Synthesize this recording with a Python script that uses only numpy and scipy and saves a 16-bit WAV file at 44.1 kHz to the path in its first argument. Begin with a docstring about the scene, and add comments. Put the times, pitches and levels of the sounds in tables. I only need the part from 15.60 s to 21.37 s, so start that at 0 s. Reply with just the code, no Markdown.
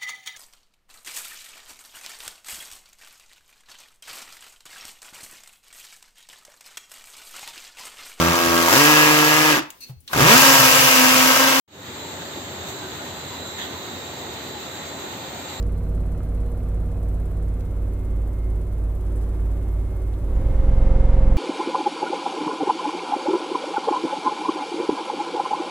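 """A small tiled room, stereo microphone close to a spinning front-loading washing machine. The unbalanced drum
throbs once a turn over a rush of air and water and the drain pump's hum; a seal swishes, a loose part rattles,
the load ticks, the motor sings and its inverter whines. The microphone rises from near the floor to lid height.
Near the end the scene dissolves into another, of a faster, louder spin that shakes the cabinet."""
import sys
import numpy as np
from scipy import signal
from scipy.fft import rfft, irfft
from scipy.io import wavfile

SR = 44100
rng = np.random.default_rng(int(sys.argv[2]) if len(sys.argv) > 2 else 0)


def master(y):
    """Save y as 16-bit WAV."""
    cut = np.clip(np.atleast_2d(y).T, -1, 1)
    pcm = np.round(cut * 32767)  # scale
    wavfile.write(sys.argv[1], SR, pcm.astype(np.int16))


N = 254456
T = np.arange(N) / SR
HZ = np.fft.rfftfreq(N, 1 / SR)

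# drum speed in each spin: t/s, speed/(turns per s)
SLOW_SPEED = [(0, 17.64), (.6, 17.56), (4.5, 17.83), (5.8, 17.88)]
FAST_SPEED = [(0, 22.1), (5.8, 22.1)]
# crossfade between the spins: t/s, gain
SLOW_FADE = [(0, 1), (4.6, 0.95), (4.95, 0.94), (5.2, 0.54), (5.45, .04)]
FAST_FADE = [(4.55, 0), (4.7, .3), (5, .68), (5.3, .97), (5.77, 1.03)]
# microphone's path up the front of the machine: t/s, height (0 near the floor, 1 at the lid)
MIC_HEIGHT = [(0, 0), (1.1, 0.1), (3.2, 0.79), (4.3, 1)]
# throb in the slow spin: order (multiple of the drum speed), floor level/dB, lid level/dB
SLOW_THROB = [(1, -35, -38.5), (2, -35, -34.5), (3, -25.5, -23.5), (4, -51, -57), (5, -32.3, -34.3),
              (6, -41, -40.5), (7, -46.5, -49), (8, -50, -56), (9, -40, -47.5), (10, -49.5, -54.5),
              (11, -47, -57), (12, -55.5, -56), (14, -47.5, -51), (15, -53, -53), (17, -53, -51.5),
              (30, -56, -61.5), (36, -59.5, -68), (37, -57.5, -64.5), (42, -61.5, -65.5)]
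# throb in the fast spin: order, level/dB
FAST_THROB = [(1, -15.5), (2, -17.5), (3, -24.5), (4, -35.5), (5, -30), (6, -47.5), (7, -37.5), (8, -41),
              (9, -38), (10, -48), (11, -40.5), (13, -43), (21, -51.5), (22, -48.5), (23, -46.5), (24, -37),
              (27, -53), (29, -52.5), (33, -53), (36, -57), (39, -68), (42, -67), (43, -57.5), (96, -60)]
# air and water round the drum: f/Hz, density/(dB per Hz)
SLOW_RUSH = [(8, -92), (22, -52), (31, -81), (47, -55.5), (75, -68), (110, -62.5), (215, -68.5), (300, -67),
             (520, -74.5), (720, -79), (1100, -84), (2000, -94.5), (2700, -101), (3700, -101.5),
             (4700, -106), (9500, -104), (15500, -111)]
FAST_RUSH = [(8, -65), (22, -47), (60, -67), (115, -59), (200, -61), (370, -66), (560, -72), (830, -70.5),
             (1300, -79.5), (2400, -86), (5000, -97), (9000, -99), (12000, -111), (15500, -115)]
# cabinet panel resonances: f/Hz, width/Hz, boost/dB
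PANELS = [(248, 19, 0), (313, 12, 2.5), (385, 55, 2), (445, 26, 1.5), (576, 20, 4.5), (555, 81, 2),
          (1183, 9.3, 6.5), (1294, 16, 2.5), (3450, 160, 0)]
# low motor tones: order, floor level/dB, lid level/dB
MOTOR_TONES = [(21, -52.5, -45), (27, -45, -55)]
# quiet spots in the room's standing waves, crossed by the microphone: order, t/s, depth/dB
QUIET_SPOTS = [(21, .85, 10), (27, .57, 7), (27, 1.65, 9)]
# motor's high whine: t/s, level/dB
WHINE_LEVEL = [(1.8, -74), (2.1, -70.5), (3, -67), (3.55, -81), (4, -64), (4.6, -69.5)]
# seal's crisp touch and softer swish: f/Hz, density/(dB per Hz)
SEAL_TOUCH = [(4000, -120), (6500, -103), (8500, -97.5), (10500, -96.5), (11700, -102), (13500, -100),
              (15500, -106)]
SEAL_SWISH = [(2500, -112), (4500, -108), (8000, -105), (10400, -102), (11800, -110), (15500, -112)]
# strength of the seal's stroke: t/s, gain/dB
SEAL_GAIN = [(0, 2), (.45, 4), (1.3, 2.5), (2.2, 2), (3.3, 2), (4.1, 1.5), (5, -4)]
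# loose part low in the cabinet: f/Hz, density/(dB per Hz)
RATTLE_SPECTRUM = [(700, -105), (1100, -86), (1400, -76), (1700, -89.5), (2300, -89), (3500, -99),
                   (6000, -115)]
# load striking the drum, after a click at the very start: t/s, level/dB, f/Hz, width/octaves, t60/s
LOAD_TICKS = [(0.027, -41, 4470, 0.68, 0.011), (.605, -48, 1320, 0.14, 0.082),
              (2.008, -44, 3300, .7, 0.013), (3.558, -52.5, 9000, 0.33, 0.13),
              (3.612, -56, 7500, 0.82, 0.24), (4.5378, -52.5, 3450, 0.24, .05),
              (4.73, -65.5, 6800, .015, 0.9)]
# inverter's switching tone, split by the motor's poles: f/Hz in one list, level/dB in the other
SIDEBAND_HZ = [14203, 14628]
SIDEBAND_DB = [-70, -68.5]
# faint motor whistles: f/Hz, width/Hz, floor level/dB, lid level/dB
WHISTLES = [(2540, 13, -77, -76.5), (4130, 60, -72, -88)]
# likeness of the noise in the microphone's two channels: f/Hz, correlation
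MIC_LIKENESS = [(60, .997), (600, .99), (1400, .78), (2800, .52), (5600, .38), (15000, .28)]
# phase between the channels in each spin: f/Hz, left lead/rad
SLOW_LEAD = [(0, 0), (600, .05), (1210, .2), (2840, .8), (5250, 3.1), (9130, 5.1), (15000, 9.4)]
FAST_LEAD = [(0, 0), (600, -.12), (2000, -.3), (5000, -1), (8000, -2.5), (15000, -6.4)]
# microphone balance: f/Hz, left minus right/dB
MIC_BALANCE = [(60, -1.9), (110, -1.5), (380, -1.4), (1300, -.6), (4400, -1.3), (8100, .8), (15000, 2.6)]


def throb(turns, orders, waver, waver_hz, smear=0):
    """The unbalanced tub shakes the cabinet at multiples of its speed; two levels blend by height."""
    return sum(amp(at_height(row[1], row[-1])) * partial(turns, row[0], waver, waver_hz, smear)
               for row in orders)


def rush(turns, spectrum, lead, pulse_db, peak_turn, grind_db):
    """Air and water noise and a repeating grind, coloured by the panels and swelling once a turn."""
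    panels_db = sum(db / (1 + (2 * (HZ - hz) / width) ** 2) for hz, width, db in PANELS)
    density_db = shape(spectrum) + panels_db
    # the same bumps come round on each turn, making a dense comb of faint lines in the midrange
    bumps = np.interp(turns % 1 * 2048, np.arange(2048), rng.standard_normal(2048))
    midrange_db = shape([(150, -40), (300, 0), (1500, 0), (4000, -20)])
    grind = irfft(rfft(bumps) * amp(density_db + midrange_db + grind_db), N) * np.sqrt(SR / 2)
    swell = amp(pulse_db * np.cos(2 * np.pi * (turns - peak_turn)))
    return (noise(density_db, lead) + grind) * swell


def water_surge(start_s=3.33, rise_s=0.18, fall_s=2.4, peak_db=2):
    """Gain on the rush, which surges once as water is flung out."""
    rise = np.clip((T - start_s) / rise_s, 0, 1)
    fall = np.exp(-np.maximum(T - start_s - rise_s, 0) / fall_s)
    return amp(peak_db * rise * fall)


def pump(mains_hz=50.13):
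    """The drain pump hums at mains frequency and its double, which is strongest near the floor."""
    phase = 2 * np.pi * mains_hz * T
    return np.sqrt(2) * (amp(-36.5) * np.cos(phase) + amp(at_height(-40.5, -46.5)) * np.cos(2 * phase))


def motor(turns, whine_order=120, waver=0.29, waver_hz=5, dip_s=0.12):
    """The motor's poles sing: a thin whine, and two tones that dip as the microphone meets quiet spots."""
    out = amp(curve(WHINE_LEVEL)) * partial(turns, whine_order, waver, waver_hz)
    for order, floor_db, lid_db in MOTOR_TONES:
        dip_db = sum(depth_db * np.exp(-((T - at_s) / dip_s) ** 2)
                     for spot_order, at_s, depth_db in QUIET_SPOTS if spot_order == order)
        out += amp(at_height(floor_db, lid_db) - dip_db) * partial(turns, order, waver, waver_hz)
    return out


def seal(turns, uneven_db=1.4):
    """The drum brushes its seal once a turn: a crisp touch, then a swish that dies away."""
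    touch = noise(shape(SEAL_TOUCH)) * stroke(turns, rise_turns=.008, fall_turns=.09)
    swish = noise(shape(SEAL_SWISH)) * stroke(turns, rise_turns=.05, fall_turns=.25)
    return (touch + swish) * amp(curve(SEAL_GAIN) + uneven_db * drift(12))


def rattle(turns, at_turn=0.512, uneven_db=0.7):
    """A loose part rattles half a turn after each swing, picked up mostly near the floor."""
    shake = stroke(turns - at_turn, rise_turns=0.034, fall_turns=0.069)
    return noise(shape(RATTLE_SPECTRUM)) * shake * amp(at_height(0, -16) + uneven_db * drift(11))


def load_ticks():
    """A click opens the sound, then the load ticks and pings against the drum: decaying bursts, each in its own
    band."""
    out = np.zeros((2, N))
    for start_s, db, hz, octaves, t60 in LOAD_TICKS:
        band_db = -10 * np.log10(1 + (np.log2((HZ + 1) / hz) / octaves) ** 4)
        decay = (T >= start_s) * amp(-60 * np.maximum(T - start_s, 0) / t60)
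        out += amp(db) * unit(noise(band_db)) * decay
    return out


def inverter():
    """The inverter's switching sidebands and the motor's faint whistles, far back in the sound."""
    sidebands = sum(whistle(hz, width_hz=22, db=db) for hz, db in zip(SIDEBAND_HZ, SIDEBAND_DB))
    return sidebands + sum(whistle(hz, width, at_height(floor_db, lid_db))
                           for hz, width, floor_db, lid_db in WHISTLES)


def whistle(hz, width_hz, db):
    """A narrow resonance fed by noise: a fuzzy, flickering tone."""
    resonance_db = -10 * np.log10(1 + (2 * (HZ - hz) / width_hz) ** 2)
    return amp(db) * unit(noise(resonance_db))


def drum_turns(speed, swing_s):
    """Turns of the drum, counted from a moment when the load swings past."""
    turns = np.cumsum(curve(speed)) / SR
    return turns - np.interp(swing_s, T, turns)


def partial(turns, order, waver, waver_hz, smear=0, scatter_order=8):
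    """One multiple of the drum speed: low ones line up in a lurch, high ones scatter and waver more."""
    # flexing panels delay each frequency differently, smearing the lurch into a smoother drone
    lag_turns = smear * (order - 4) ** 2 + rng.random() * (order >= scatter_order)
    unsteady = waver * order / (order + scatter_order) * (drift(waver_hz) + 1j * drift(waver_hz))
    rotation = np.exp(2j * np.pi * (order * turns + lag_turns))
    return -np.sqrt(2) * ((1 + unsteady) * rotation).imag


def stroke(turns, rise_turns, fall_turns):
    """A quick rise and slower fall, once a turn."""
    part = turns % 1
    envelope = (1 - np.exp(-part / rise_turns)) * np.exp(-part / fall_turns)
    return envelope / envelope.max()


def at_height(floor_db, lid_db):
    """A level that follows the microphone from floor to lid."""
    return floor_db + (lid_db - floor_db) * curve(MIC_HEIGHT)


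def brighten_with_height(air, split_hz=2200):
    """The rush loses a little body and gains treble as the microphone rises."""
    body = irfft(rfft(air) / (1 + (HZ / split_hz) ** 4), N)
    return body * amp(at_height(0, -0.6)) + (air - body) * amp(at_height(1, 1.7))


def noise(density_db, lead=SLOW_LEAD):
    """Stereo noise of a given density; the channels part ways in the treble and one of them leads."""
    left, other = rfft(rng.standard_normal((2, N)))
    likeness = shape(MIC_LIKENESS)
    right = (likeness * left + np.sqrt(1 - likeness ** 2) * other) * np.exp(-1j * shape(lead))
    return irfft(np.array([left, right]) * amp(density_db), N) * np.sqrt(SR / 2)


def drift(rate_hz):
    """Slow random wandering of rms one."""
    low_pass = np.exp(-(HZ[:513] / rate_hz) ** 2)
    coarse = unit(irfft(rfft(rng.standard_normal(1024)) * low_pass))
    return np.interp(np.arange(N), np.linspace(0, N, len(coarse)), coarse)


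def curve(points):
    """A time table, at every sample."""
    return np.interp(T, *np.transpose(points))


def shape(points):
    """A spectrum table, at every frequency."""
    hz, value = np.transpose(points)
    return np.interp(np.log(HZ + 1), np.log(hz + 1), value)


def amp(db):
    """Decibels to gain."""
    return 10 ** (np.asarray(db) / 20)


def unit(x):
    """Scales to an rms of one."""
    return x / np.sqrt(np.mean(x ** 2) + 1e-20)


def slow_spin():
    """The drum creeps up in speed, its third order beating against the pump's hum."""
    turns = drum_turns(SLOW_SPEED, swing_s=.007)
    tones = throb(turns, SLOW_THROB, waver=0.33, waver_hz=1.36, smear=.07) + motor(turns) + pump()
    air = rush(turns, SLOW_RUSH, SLOW_LEAD, pulse_db=0.73, peak_turn=0.012, grind_db=-12)
    air = brighten_with_height(air) * water_surge()
    return tones + air + seal(turns) + rattle(turns) + inverter() + load_ticks()


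def fast_spin():
    """The faster spin: a heavy lurch each turn and a louder rush."""
    turns = drum_turns(FAST_SPEED, swing_s=5.0)
    air = rush(turns, FAST_RUSH, FAST_LEAD, pulse_db=1.0, peak_turn=0.91, grind_db=-4)
    return throb(turns, FAST_THROB, waver=0.15, waver_hz=6.2) + air


def scene():
    """Close to the machine, the scene of one spin dissolves into that of the other."""
    return slow_spin() * curve(SLOW_FADE) + fast_spin() * curve(FAST_FADE)


def record(dry):
    """The stereo microphone: slightly unequal channels, band-limited to 15720 Hz."""
    tilt = amp(np.array([[.5], [-.5]]) * shape(MIC_BALANCE))
    coloured = irfft(rfft(dry) * tilt, N)
    low_pass = signal.firwin(1023, 15720, window=("kaiser", 9), fs=SR)
    return signal.oaconvolve(coloured, low_pass[None], "same")


dry = scene()
out = record(dry)
master(out)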